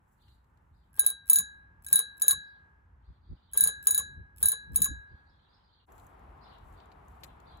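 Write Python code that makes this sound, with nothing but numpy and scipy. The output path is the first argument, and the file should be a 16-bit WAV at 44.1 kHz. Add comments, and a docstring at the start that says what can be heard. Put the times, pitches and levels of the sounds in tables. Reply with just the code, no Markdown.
"""An old bicycle bell, close to a two-port microphone in a garden: a thumb pushes the lever and lets it return,
gears tick and whirr, and spinning washers strike a dome built from decaying pairs of twin modes.
Noise bursts ring the gear plate and handlebar; fence and wall answer with a short diffuse echo.
Around them: coloured noise for far traffic, wind, low thuds and a rustling hand; trilled glides for far birds.
After a cut the microphone stands in a second place: louder traffic and small clicks of the handled bicycle."""
import sys
import numpy as np
from scipy import signal
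from scipy.fft import rfft, irfft, next_fast_len
from scipy.io import wavfile
from scipy.ndimage import uniform_filter1d, map_coordinates

SR = 44100
rng = np.random.default_rng(int(sys.argv[2]) if len(sys.argv) > 2 else 0)


def output_pcm(signal):
    """Save a mono or channel-first signal as 16-bit PCM at the path in sys.argv[1].

    Samples are clipped to [-1, 1] before scaling.
    """
    pcm = np.clip(np.atleast_2d(signal).T, -1, 1) * 32767
    wavfile.write(sys.argv[1], SR, np.round(pcm).astype(np.int16))


N = 335160  # samples
CUT_S = 5.865  # cut to the second place
TOP_HZ = 17100  # band limit

# Levels in the tables are relative: spectra are normalised, and layers add their own offsets and random swells.
# Traffic level over time: time_s, level_db
TRAFFIC = [(0, -73.5), (.9, -72), (2.6, -69), (3.2, -72.5), (5.2, -68.5), (5.84, -71.5), (5.862, -88),
           (5.89, -58.5), (6.7, -58), (7.6, -58.5)]
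# Colour of the traffic at the first and at the second place: frequency_hz, density_db_per_hz
FIRST_ROAD = [(90, -29.5), (150, -10.5), (300, -16), (450, -17), (650, -19), (900, -10), (1100, -14.5),
              (1600, -17), (2200, -28), (3000, -35.5), (4500, -45), (6500, -47), (17000, -55.5)]
SECOND_ROAD = [(88, -31), (150, -9), (420, -2.5), (532, -7), (760, 1.5), (1130, -1), (4090, -31),
               (7550, -45.5), (9200, -64), (9960, -38), (11700, -42), (13700, -52), (15400, -50),
               (17000, -58)]
# Likeness of the traffic at the two ports: frequency_hz, likeness (1 = identical)
ALIKE = [(60, 0.96), (180, 0.45), (550, -0.11), (1650, -0.023), (4970, 0.44), (15000, -0.17)]
# Low rumble of the wind: time_s, level_db, upper_part_db (relative to the rumble)
WIND = [(0, -65, -12.5), (.9, -67, -9.5), (1.8, -64.5, -7), (2.75, -66, -10), (2.95, -59, -16),
        (3.42, -67.5, -8.5), (3.55, -59, -12.5), (4.1, -57, -4), (4.3, -58.5, -12.5), (4.6, -65, -5.5),
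        (4.8, -50.5, -6), (5.05, -62.5, -16.5), (5.3, -66, -8), (5.85, -69, -18), (5.95, -57.5, -12),
        (6.3, -60.5, -7), (6.7, -57, -10.5), (7.6, -57.5, -7.5)]
# Low thuds of wind gusts and of the lever through the handlebar:
# centre_s, length_s, level_db, upper_part_db (relative to the thud)
LOW_THUDS = [(0.735, 0.063, -59.5, -21), (1.396, 0.063, -53.5, 0.5), (1.95, 0.053, -57, 2.5),
             (2.353, 0.086, -54.5, -4.5), (3.104, 0.036, -47, -15.5), (3.322, 0.047, -42.5, -8),
             (3.637, 0.073, -62.5, 7), (4.187, 0.053, -49.5, -10), (4.447, 0.072, -43, -12.5),
             (4.723, 0.064, -43, -7.5), (4.817, 0.043, -48, 8.5), (4.914, 0.045, -43, -4.5),
             (4.974, 0.057, -49, -21), (5.132, 0.049, -51.5, -7.5)]
# Colours of the low and upper parts of rumble and thuds: frequency_hz, density_db_per_hz
LOW_PART = [(10, -120), (20, -31.5), (35, -10.5), (50, 2.5), (68, 3), (95, -3.5), (130, -11.5),
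            (180, -50.5), (400, -120)]
UPPER_PART = [(40, -120), (90, -42.5), (135, 4), (220, -4.5), (330, -12), (600, -30.5), (900, -57.5),
              (2000, -120)]
LUMPS_DB = 2.5  # depth of the random swells of the rumble

# Handling clicks: time_s, treble_db, body_db, left_over_right_db
CLICKS = [(0.2827, -79, -61, 9), (0.4434, -77, -79, 8), (0.574, -73, -70, 2), (5.9213, -52.5, -73, 0),
          (5.9801, -54.5, -64, 3), (5.9878, -75, -65, -3), (5.9982, -61, -61, 8), (6.0452, -62.5, -78, 3),
          (6.0672, -53.5, -80, -4), (6.194, -66.5, -74, 5), (6.5841, -66, -61.5, 3), (6.726, -64, -73.5, 5),
          (6.8024, -74.5, -54, 5), (6.8577, -62, -72, 0.0), (6.9178, -74.5, -53.5, 4), (6.922, -66, -73, 5),
          (7.083, -56, -75, 2), (7.1427, -73, -72, -2), (7.2346, -52, -39.5, 5), (7.2372, -41, -62, -1),
          (7.239, -53, -49, 6), (7.244, -48, -45.5, 8.5), (7.401, -58.5, -61, 1.5),
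          (7.5724, -58.5, -66.5, -1.5)]
# Colours of a click's bright and dull parts: frequency_hz, gain_db
BRIGHT_CLICK = [(3500, -88), (6000, -4), (7500, 3.5), (9300, -14), (12000, 2.5), (15800, -13), (16500, -54)]
DULL_CLICK = [(150, -80), (500, 0), (1600, -2), (4200, 4.0), (7000, -17.5), (10000, -55)]
# Skin and sleeve rubbing: start_s, length_s, level_db
RUBS = [(0.102, 0.043, -86), (0.226, 0.13, -87), (5.936, .09, -76.5), (6.044, 0.035, -83),
        (6.694, .05, -81.5), (7.085, 0.033, -83.5), (7.24, 0.023, -74)]
# Colour of the rubbing: frequency_hz, density_db_per_hz
RUB_COLOUR = [(2650, -26), (4500, -13), (8020, 6.5), (8970, -15), (9740, 1), (11400, 7.5), (13700, -12.5),
              (15000, 7.5), (17000, -39)]
RUB_EDGE_DB_PER_S = 304  # rise and fall of each rub
RUB_BED_DB = (-94.5, -88)  # faint rubbing between them, at the first and second place

# Far bird chirps: start_s, end_s, from_hz, to_hz (the glide crosses the 30 to 80 % part of this range), level_db
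BIRDS = [(0.17, 0.339, 4310, 3500, -77.5), (0.726, 0.874, 4620, 3400, -86),
         (2.414, 2.59, 4900, 3600, -80.5), (3.015, 3.181, 4440, 3370, -82), (3.205, 3.443, 4900, 3280, -80),
         (3.414, 3.528, 4453, 2826, -74), (5.066, 5.227, 4620, 3250, -79.5),
         (5.246, 5.5, 5060, 2773, -77.5), (5.477, 5.625, 4690, 3250, -77),
         (5.627, 5.833, 5190, 3040, -75.5), (6.407, 6.56, 4490, 3210, -67), (6.729, 6.857, 4160, 3460, -78),
         (7.269, 7.303, 3530, 3120, -71), (7.45, 7.603, 4260, 3200, -68.5)]
# Echoes of fence and wall: frequency_hz, gain_db
FENCE_COLOUR = [(1500, -6.0), (3000, -9.5), (6000, -9), (11000, 0), (13500, -16)]

# Lever travel: first_tooth_s, drone_start_s, stop_s, drone_db, knock_db (at the stop)
STROKES = [(.931, .974, 1.111, -59, -58.5), (1.258, 1.287, 1.403, -61, -51), (1.823, 1.907, 2, -52.5, -48),
           (2.17, 2.209, 2.329, -56.5, -45), (3.515, 3.54, 3.697, -56, -62.5),
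           (3.827, 3.859, 4.005, -56, -47.5), (4.362, 4.408, 4.533, -55.5, -62),
           (4.72, 4.743, 4.864, -57.5, -43)]
# Individually placed gear teeth: time_s, level_db
TEETH = [(1.046, -40), (1.09, -43), (1.108, -50), (1.4, -46), (1.407, -41), (1.847, -50), (1.885, -41),
         (1.922, -51.5), (1.981, -40.5), (2.265, -40.5), (2.33, -36), (3.629, -36), (3.662, -39),
         (3.827, -47.5), (3.89, -41.5), (3.971, -40), (3.996, -36), (4.383, -48.5), (4.41, -55),
         (4.415, -47.5), (4.473, -33.5), (4.785, -45.5), (4.804, -39), (4.832, -38.5), (4.858, -30.5)]
TOOTH_S, TOOTH_SCATTER = .011, .25  # spacing of a stroke's soft teeth, and scatter as a share of a gap
FIRST_DB, FULL_DB, TOOTH_SPREAD_DB = -60, -43, 2.5  # first tooth, teeth at full speed, random spread
LEAD_S, LEAD_DB = 0.0083, -45.5  # a tooth ticks just ahead of each later strike
# Dry edge of a tooth: frequency_hz, density_db_per_hz
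TICK = [(700, -30), (1500, -12.5), (4000, -4), (7000, -5.5), (11000, -0.5), (16000, -8)]
# Resonances of the gear plate: centre_hz, width_hz, level_db
PLATE = [(2500, 500, -12.5), (5170, 170, -12.5), (8000, 690, -7.5), (8695, 170, -15.5), (10590, 150, 0),
         (11240, 450, 1.5), (12350, 360, -1.5), (12324, 570, -12.5), (14500, 150, -6.5),
         (15100, 270, -11.5), (15600, 190, -8)]
# Resonances of the handlebar: centre_hz, width_hz, level_db
BAR = [(163, 22, -8.5), (470, 78, -1.5), (610, 160, -7.5), (914, 160, -7.5), (978, 130, -6.5),
       (1130, 310, -6), (2158, 740, -17.5), (3260, 370, -12.5)]
# Resonances of the knock at the stop: centre_hz, width_hz, level_db
KNOCK = [(1096, 56, 0.0), (2160, 230, -14.0), (457, 48, -13.5)]
# Phase between the ports for sound from the mechanism: frequency_hz, left_lead_rad
PORTS = [(0, 0), (340, 0.6), (860, -6.7), (1720, -2.9), (3100, -3.1), (4220, 0.6), (4570, 3.2), (5000, 3.5),
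         (6290, 0.0), (7410, -0.1), (8180, -2.0), (14600, -10.7), (15800, -12.5), (16700, -12.4)]

# Dome, five pairs of twin modes split by the uneven rim:
# frequency_hz, t60_s, start_rad, left_over_right_db, left_lead_rad
DOME = [(1607.5, .9, 0, 6.8, 1.0), (1653, .9, .4, .4, -2.3), (3896, .36, 0, -.2, -.5),
        (3966, .36, 2.4, 10.8, -.2), (6683, .19, 0, .4, .3), (6783, .19, 1.7, 1.1, .1),
        (9959, .11, 0, .1, 1.9), (10096, .11, -2.6, .1, 1.8), (13787, .068, 0, .2, 2.9),
        (13898, .068, -.7, .2, 2.8)]
# Washer strikes: time_s, strength_db, brightness_db (per pair), upper_twin_lean_db,
# swap_db (raises the second pair, lowers the third)
STRIKES = [(0.9941, -25.5, 1.74, -5.5, -1), (1.0635, -27, 2.5, -7, 3), (1.1015, -36.0, -0.7, -13.5, 4.5),
           (1.2984, -28.5, 4, -3.5, 0.5), (1.3319, -31, 4, -9.5, 1.5), (1.3582, -26.5, 0.4, -3.5, -0.5),
           (1.3859, -29.5, 0, 1, -1), (1.8645, -42, -3, -1.5, -3), (1.9282, -22.5, 0.4, -0.5, -1.5),
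           (1.9574, -24.0, 0.6, -3.5, 5), (1.9909, -28.0, -0.5, -0.0, 3.0),
           (2.2192, -28.5, -0.05, 4.0, -0.5), (2.2814, -23.5, 0, -0.5, 0), (2.3093, -25.0, -2.5, -4, 3.5),
           (2.318, -31.5, -2, 1.5, 3), (3.534, -40.5, -1.65, -4, -5.0), (3.574, -26.0, 0.5, 1, -1.5),
           (3.6076, -24.5, 0.5, -1.0, 0.5), (3.638, -24.5, 0.4, -1, -5), (3.6733, -26.5, -1.7, 6, -3),
           (3.8702, -26.5, 0.95, -1.5, -2.5), (3.9084, -30.0, 0.7, 1.5, -0.5), (3.9462, -30.0, -1, 3.0, 2),
           (3.978, -29, -0.5, 7, -1), (4.4285, -27, 0.56, -4, -1.5), (4.4569, -26.5, 1.1, -4.5, 0),
           (4.4849, -28.5, 2, 8.5, -1), (4.5185, -29.5, -1.82, 12, -1), (4.7593, -33.0, 3.5, -5, 0.5),
           (4.819, -29, 1.2, 8, -0.5), (4.844, -30.0, -1.66, 3.5, -2.5)]
# Five pairs over the strength, one column a pair in db; rows: pushing, returning
PAIR_DB = [(-13.5, -8, -10.5, 7.6, 9.5), (-10, -6.5, -2, 8.63, 13.5)]
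# Upper twin over lower twin, one column a pair in db; rows: pushing, returning
TWIN_DB = [(3.5, 1.1, 1.5, -6, -10), (7.5, 0.089, 6, -6.5, -9.5)]
# How far each of the five pairs follows a strike's lean: one factor a pair
LEAN = (1, .6, .3, -.5, 0)
# Contact noise of a strike: frequency_hz, density_db_per_hz
CRACK = [(150, -29), (1000, -34), (3000, -32), (4200, -16.5), (6000, -25), (8200, -12), (10300, -6),
         (12000, -9.5), (14000, -5.5), (16000, -15), (17000, -42.5)]
CLANG_DB, CLANG_T60_S = -5.5, .015  # brief extra start of the two highest pairs


def amp(db):
    """Gain of a level in dB."""
    return 10 ** (np.asarray(db) / 20)


def unit(x):
    """x at rms 1."""
    return x / np.sqrt(np.mean(x ** 2) + 1e-20)


def along(points, hz):
    """Value at hz between (Hz, value) points on a log axis."""
    f, v = np.transpose(points)
    return np.interp(np.log(hz + 1), np.log(f + 1), v)


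def colour(points):
    """Gain as a function of frequency from (Hz, dB) points."""
    return lambda hz: amp(along(points, hz))


def curves(rows):
    """One value per sample for each column after the time."""
    s, *cols = np.transpose(rows)
    return [np.interp(np.arange(N) / SR, s, c) for c in cols]


def wobble(rate):
    """A smooth random curve, rate knots a second."""
    knots = rng.standard_normal(int(N * rate / SR) + 4)
    return map_coordinates(knots, [np.arange(N) * rate / SR])


def filtered(x, response):
    """x times a complex response of frequency."""
    m = next_fast_len(N + SR)
    return irfft(rfft(x, m) * response(np.fft.rfftfreq(m, 1 / SR)), m)[..., :N]


def noise(spectrum, alike):
    """Coloured stereo noise of rms 1; the mix of mid and side sets its left-right likeness."""
    def mid_side(hz):
        turn = np.arccos(np.clip(along(alike, hz), -1, 1)) / 2
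        return amp(along(spectrum, hz)) * [np.cos(turn), np.sin(turn)]

    mid, side = filtered(rng.standard_normal((2, N)), mid_side)
    return unit(np.array([mid + side, mid - side]))


def bursts(times, db, t60):
    """An envelope that jumps at each time and dies away by 60 dB in t60 seconds."""
    kicks = np.bincount(np.round(np.asarray(times) * SR).astype(int), amp(db), N)[:N]
    return signal.lfilter([1], [1, -amp(-60 / (t60 * SR))], kicks)


def modes(table):
    """Response of a set of resonances with alternating signs."""
    def response(f):
        return sum((-1) ** k * amp(db) * 1j * f * w / (c * c - f * f + 1j * f * w)
                   for k, (c, w, db) in enumerate(table))
    return response


def nearby(envelope, response, apart):
    """Noise from the bell's place: shared by both ports with a phase shift, plus an unrelated share."""
    f, lead = np.transpose(PORTS)
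    power = np.mean(abs(response(np.linspace(1, SR / 2, 4000))) ** 2)
    norm = np.sqrt(power * (1 + apart ** 2))
    shared = filtered(envelope * rng.standard_normal(N),
                      lambda hz: np.exp(.5j * np.outer([1, -1], np.interp(hz, f, lead))))
    unrelated = apart * envelope * rng.standard_normal((2, N))
    return filtered(shared + unrelated, response) / norm


def traffic(second_place):
    """Far traffic as coloured noise; the second place has its own colour and leans left."""
    second = noise(SECOND_ROAD, ALIKE) * amp([[1.5], [-1.5]])
    road = np.where(second_place, second, noise(FIRST_ROAD, ALIKE))
    road_db, = curves(TRAFFIC)
    return amp(road_db + 1.1 * wobble(8)) * road


def rumble_and_thuds(second_place):
    """Lumpy low noise of wind and thuds; at the first place the ports are less alike the stronger it is."""
    low_db, upper_db = curves(WIND)
    swell_db = LUMPS_DB * wobble(9)
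    low_gain = amp(low_db + swell_db)
    upper_gain = amp(low_db + upper_db + swell_db / 2)
    t = np.arange(N) / SR
    for centre, length, db, up_db in LOW_THUDS:
        thud = amp(db) * np.exp(-(2 * (t - centre) / length) ** 2)
        low_gain += thud
        upper_gain += thud * amp(up_db)
    # 1 = nearly identical ports, 0 = loosely related ports
    calm = np.where(second_place, 1, np.clip((-46 - 20 * np.log10(low_gain)) / 10, 0, 1))

    def layer(spectrum):
        return calm * noise(spectrum, [(60, .97)]) + np.sqrt(1 - calm ** 2) * noise(spectrum, [(60, .45)])

    return amp(1.0 * wobble(25)) * (low_gain * layer(LOW_PART) + upper_gain * layer(UPPER_PART))


def low_and_far():
    """Far traffic, wind rumble and low thuds as they reach the microphone in its two places."""
    second_place = np.arange(N) > CUT_S * SR
    return traffic(second_place) + rumble_and_thuds(second_place)


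def handling():
    """Dry clicks, noise bursts with a bright and a duller part, over the hiss of rubbing skin and cloth."""
    s, treble_db, body_db, pan_db = np.transpose(CLICKS)

    def click(db, t60, points):
        envelope = np.array([bursts(s, db + pan_db / 2, t60), bursts(s, db - pan_db / 2, t60)])
        return filtered(envelope * rng.standard_normal((2, N)), colour(points))

    clicks = click(treble_db, 0.024, BRIGHT_CLICK) + click(body_db, 0.029, DULL_CLICK)
    t = np.arange(N) / SR
    # the faint bed pauses from the first lever stroke until the second place
    press = amp(np.where(t < CUT_S, *RUB_BED_DB)) * ((t < STROKES[0][0]) | (t > CUT_S))
    for start, length, db in RUBS:
        outside_s = np.maximum(0, np.maximum(start - t, t - start - length))
        press += amp(db - RUB_EDGE_DB_PER_S * outside_s)
    flutter_db = 1.9 * wobble(72) + np.array([[1.2], [-1.2]])  # leans left
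    return clicks + press * amp(flutter_db) * noise(RUB_COLOUR, [(8000, 0.087)])


def birds():
    """Each chirp falls in pitch under a fast, wide trill and is heard almost only through its echoes."""
    time = np.arange(N) / SR
    trill = np.sin(2 * np.pi * np.cumsum(38 + 12 * wobble(20)) / SR)  # around 38 Hz
    stray_hz = 300 * wobble(60)
    song = np.zeros(N)
    for start, end, from_hz, to_hz, db in BIRDS:
        span = slice(int(start * SR), int(end * SR))
        u = np.clip((time[span] - start) / (end - start), 0, 1)
        glide_hz = from_hz + (to_hz - from_hz) * (.3 + .5 * u)
        hz = glide_hz + (620 * trill + stray_hz)[span] * np.minimum(10 * u + .4, 1)
        song[span] += amp(db + 5.0) * np.sin(np.pi * u) ** 0.394 * np.sin(2 * np.pi * np.cumsum(hz) / SR)
    song *= amp(3 * wobble(45) - 1)
    t = np.arange(SR // 2) / SR
    echoes = rng.standard_normal((2, len(t))) * amp(-60 * t / .35)
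    echoes /= np.linalg.norm(echoes[0])
    heard = .2 * song + signal.fftconvolve(song[None], echoes, axes=1)[:, :N]
    # silent from just before the cut to the second place until 0.4 s after it
    return heard * ((time < CUT_S - .01) | (time > CUT_S + .4))


def strikes():
    """Time, direction, pair levels and twin balance of every strike; direction turns after each pause."""
    s, db, bright_db, lean_db, swap_db = np.transpose(STRIKES)
    returning = np.cumsum(np.diff(s, prepend=s[0]) > .15) % 2  # 0 pushing, 1 returning
    pair_db = db[:, None] + np.array(PAIR_DB)[returning]
    pair_db = pair_db + np.outer(bright_db, np.arange(-2, 3)) + np.outer(swap_db, [0, 1, -1, 0, 0])
    twin_db = np.array(TWIN_DB)[returning] + np.outer(lean_db, LEAN)
    return s, returning, pair_db, twin_db


def teeth():
    """Soft teeth that swell up to a stroke's first strike, one ahead of each later strike, and the listed ones."""
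    hit_s, returning, _, _ = strikes()
    rows = list(TEETH)
    for first, start, *_ in STROKES:
        full = hit_s[hit_s > start][0]
        gap, size = rng.standard_normal((2, 12))
        count = np.arange(len(gap))
        s = first + TOOTH_S * (count + TOOTH_SCATTER * gap * np.sign(count))  # the first is exact
        swell = (s - first) / (full - first)
        db = FIRST_DB + (FULL_DB - FIRST_DB) * swell + TOOTH_SPREAD_DB * size
        rows += list(zip(s[s < full - .003], db))
    later = hit_s[1:][np.diff(returning) == 0]
    gap, size = rng.standard_normal((len(later), 2)).T
    rows += list(zip(later - LEAD_S * (1 + TOOTH_SCATTER * gap), LEAD_DB + TOOTH_SPREAD_DB * size))
    return np.transpose(rows)


def gears():
    """Teeth and strikes shake the resonant gear plate; teeth before the first drone also wake the dome's hum."""
    s, db = teeth()
    hit_s, _, pair_db, _ = strikes()
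    shake = bursts(s, db - 1.0, 0.01) + bursts(s, db - 4.5, 0.032)
    shake += bursts(hit_s, pair_db[:, 3] - 28.5, 0.077) * amp(9.3 * wobble(500))  # rough whirr
    tick = nearby(bursts(s, db - 4, 0.0031), colour(TICK), apart=.3)
    pushes = np.bincount((s * SR).astype(int), amp(np.minimum(db, -54) - 11.0), N)
    pushes = pushes * (np.arange(N) < STROKES[0][1] * SR)
    t = np.arange(SR // 8) / SR
    hum = sum(np.cos(2 * np.pi * hz * t + [[lead], [0]]) * amp(-60 * t / t60)
              for hz, t60, _, _, lead in DOME[:2])
    hummed = signal.fftconvolve(pushes[None], hum, axes=1)[:, :N]
    return nearby(shake, modes(PLATE), apart=0.39) + tick + hummed


def lever():
    """The handlebar's resonances drone roughly while the lever travels and knock when it reaches the stop."""
    t = np.arange(N) / SR
    _, start, stop, drone_db, knock_db = np.transpose(STROKES)
    travel = sum(amp(db) * ((t > a) & (t < b)) for a, b, db in zip(start, stop, drone_db))
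    drone = uniform_filter1d(travel, size=500) * amp(5.2 * wobble(90)) + bursts(stop, drone_db, 0.17)
    knock = nearby(bursts(stop - .004, knock_db + 3.0, 0.039), modes(KNOCK), apart=0.44)
    return nearby(drone, modes(BAR), apart=1.0) * amp([[2.5], [-2.5]]) + knock


def bell():
    """Each washer stops the old ringing and starts the dome anew; it hits another spot when the lever returns."""
    hz, t60, start, pan_db, lead = np.array(DOME).T[:, :, None]
    s, returning, pair_db, twin_db = strikes()
    right = np.sqrt(2 / (1 + amp(2 * pan_db)))
    left = right * amp(pan_db)
    at = np.round(s * SR).astype(int)
    out = np.zeros((2, N + 2 * SR))
    for k in range(len(at)):
        held = at[k + 1] - at[k] if k + 1 < len(at) else SR
        t = np.arange(min(held, SR * 3 // 2) + 40) / SR
        upper = amp(twin_db[k])
        # twins flip sign on the far side of a node
        split = np.column_stack([np.ones(len(upper)), upper * (-1) ** returning[k]])
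        size = (amp(pair_db[k])[:, None] * split / np.hypot(1, upper)[:, None]).reshape(-1, 1)
        gate = np.clip((t[-1] - t) * SR / 40, 0, 1) * (1 - np.exp(-t / 0.0002))
        fade = amp(-60 * t / t60)
        fade = fade + amp(-36.0 - 60 * t / 0.4) * (abs(hz - 10000) < 500)  # fourth pair's faint, slower after-ring
        fade += amp(CLANG_DB - 60 * t / CLANG_T60_S) * (hz > DOME[5][0])
        turn = 2 * np.pi * hz * t + start
        out[0, at[k]:][:len(t)] += gate * (size * left * fade * np.cos(turn + lead)).sum(0)
        out[1, at[k]:][:len(t)] += gate * (size * right * fade * np.cos(turn)).sum(0)
    contact = bursts(s, pair_db[:, 3] - 4.5, 0.019) + bursts(s, pair_db[:, 4] - 7.5, 0.0043)
    return out[:, :N] + nearby(contact, colour(CRACK), apart=0.34)


def fence(x):
    """A short diffuse answer from fence and wall as decaying noise, dull at the very top."""
    t = np.arange(SR // 3) / SR
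    tail = rng.standard_normal((2, len(t))) * amp(-60 * t / 0.12) * (t > .003)
    wet = signal.fftconvolve(x, tail / np.linalg.norm(tail[0]), axes=1)[:, :N]
    return filtered(wet, colour(FENCE_COLOUR))


def scene():
    """Bell and mechanism close by with their echo, over the garden."""
    near = gears() + lever() + bell()
    return low_and_far() + handling() + birds() + near + amp(-26) * fence(near)


def record(dry):
    """Nothing is kept above the band limit."""
    return filtered(dry, lambda hz: hz < TOP_HZ)


dry = scene()
out = record(dry)
output_pcm(out)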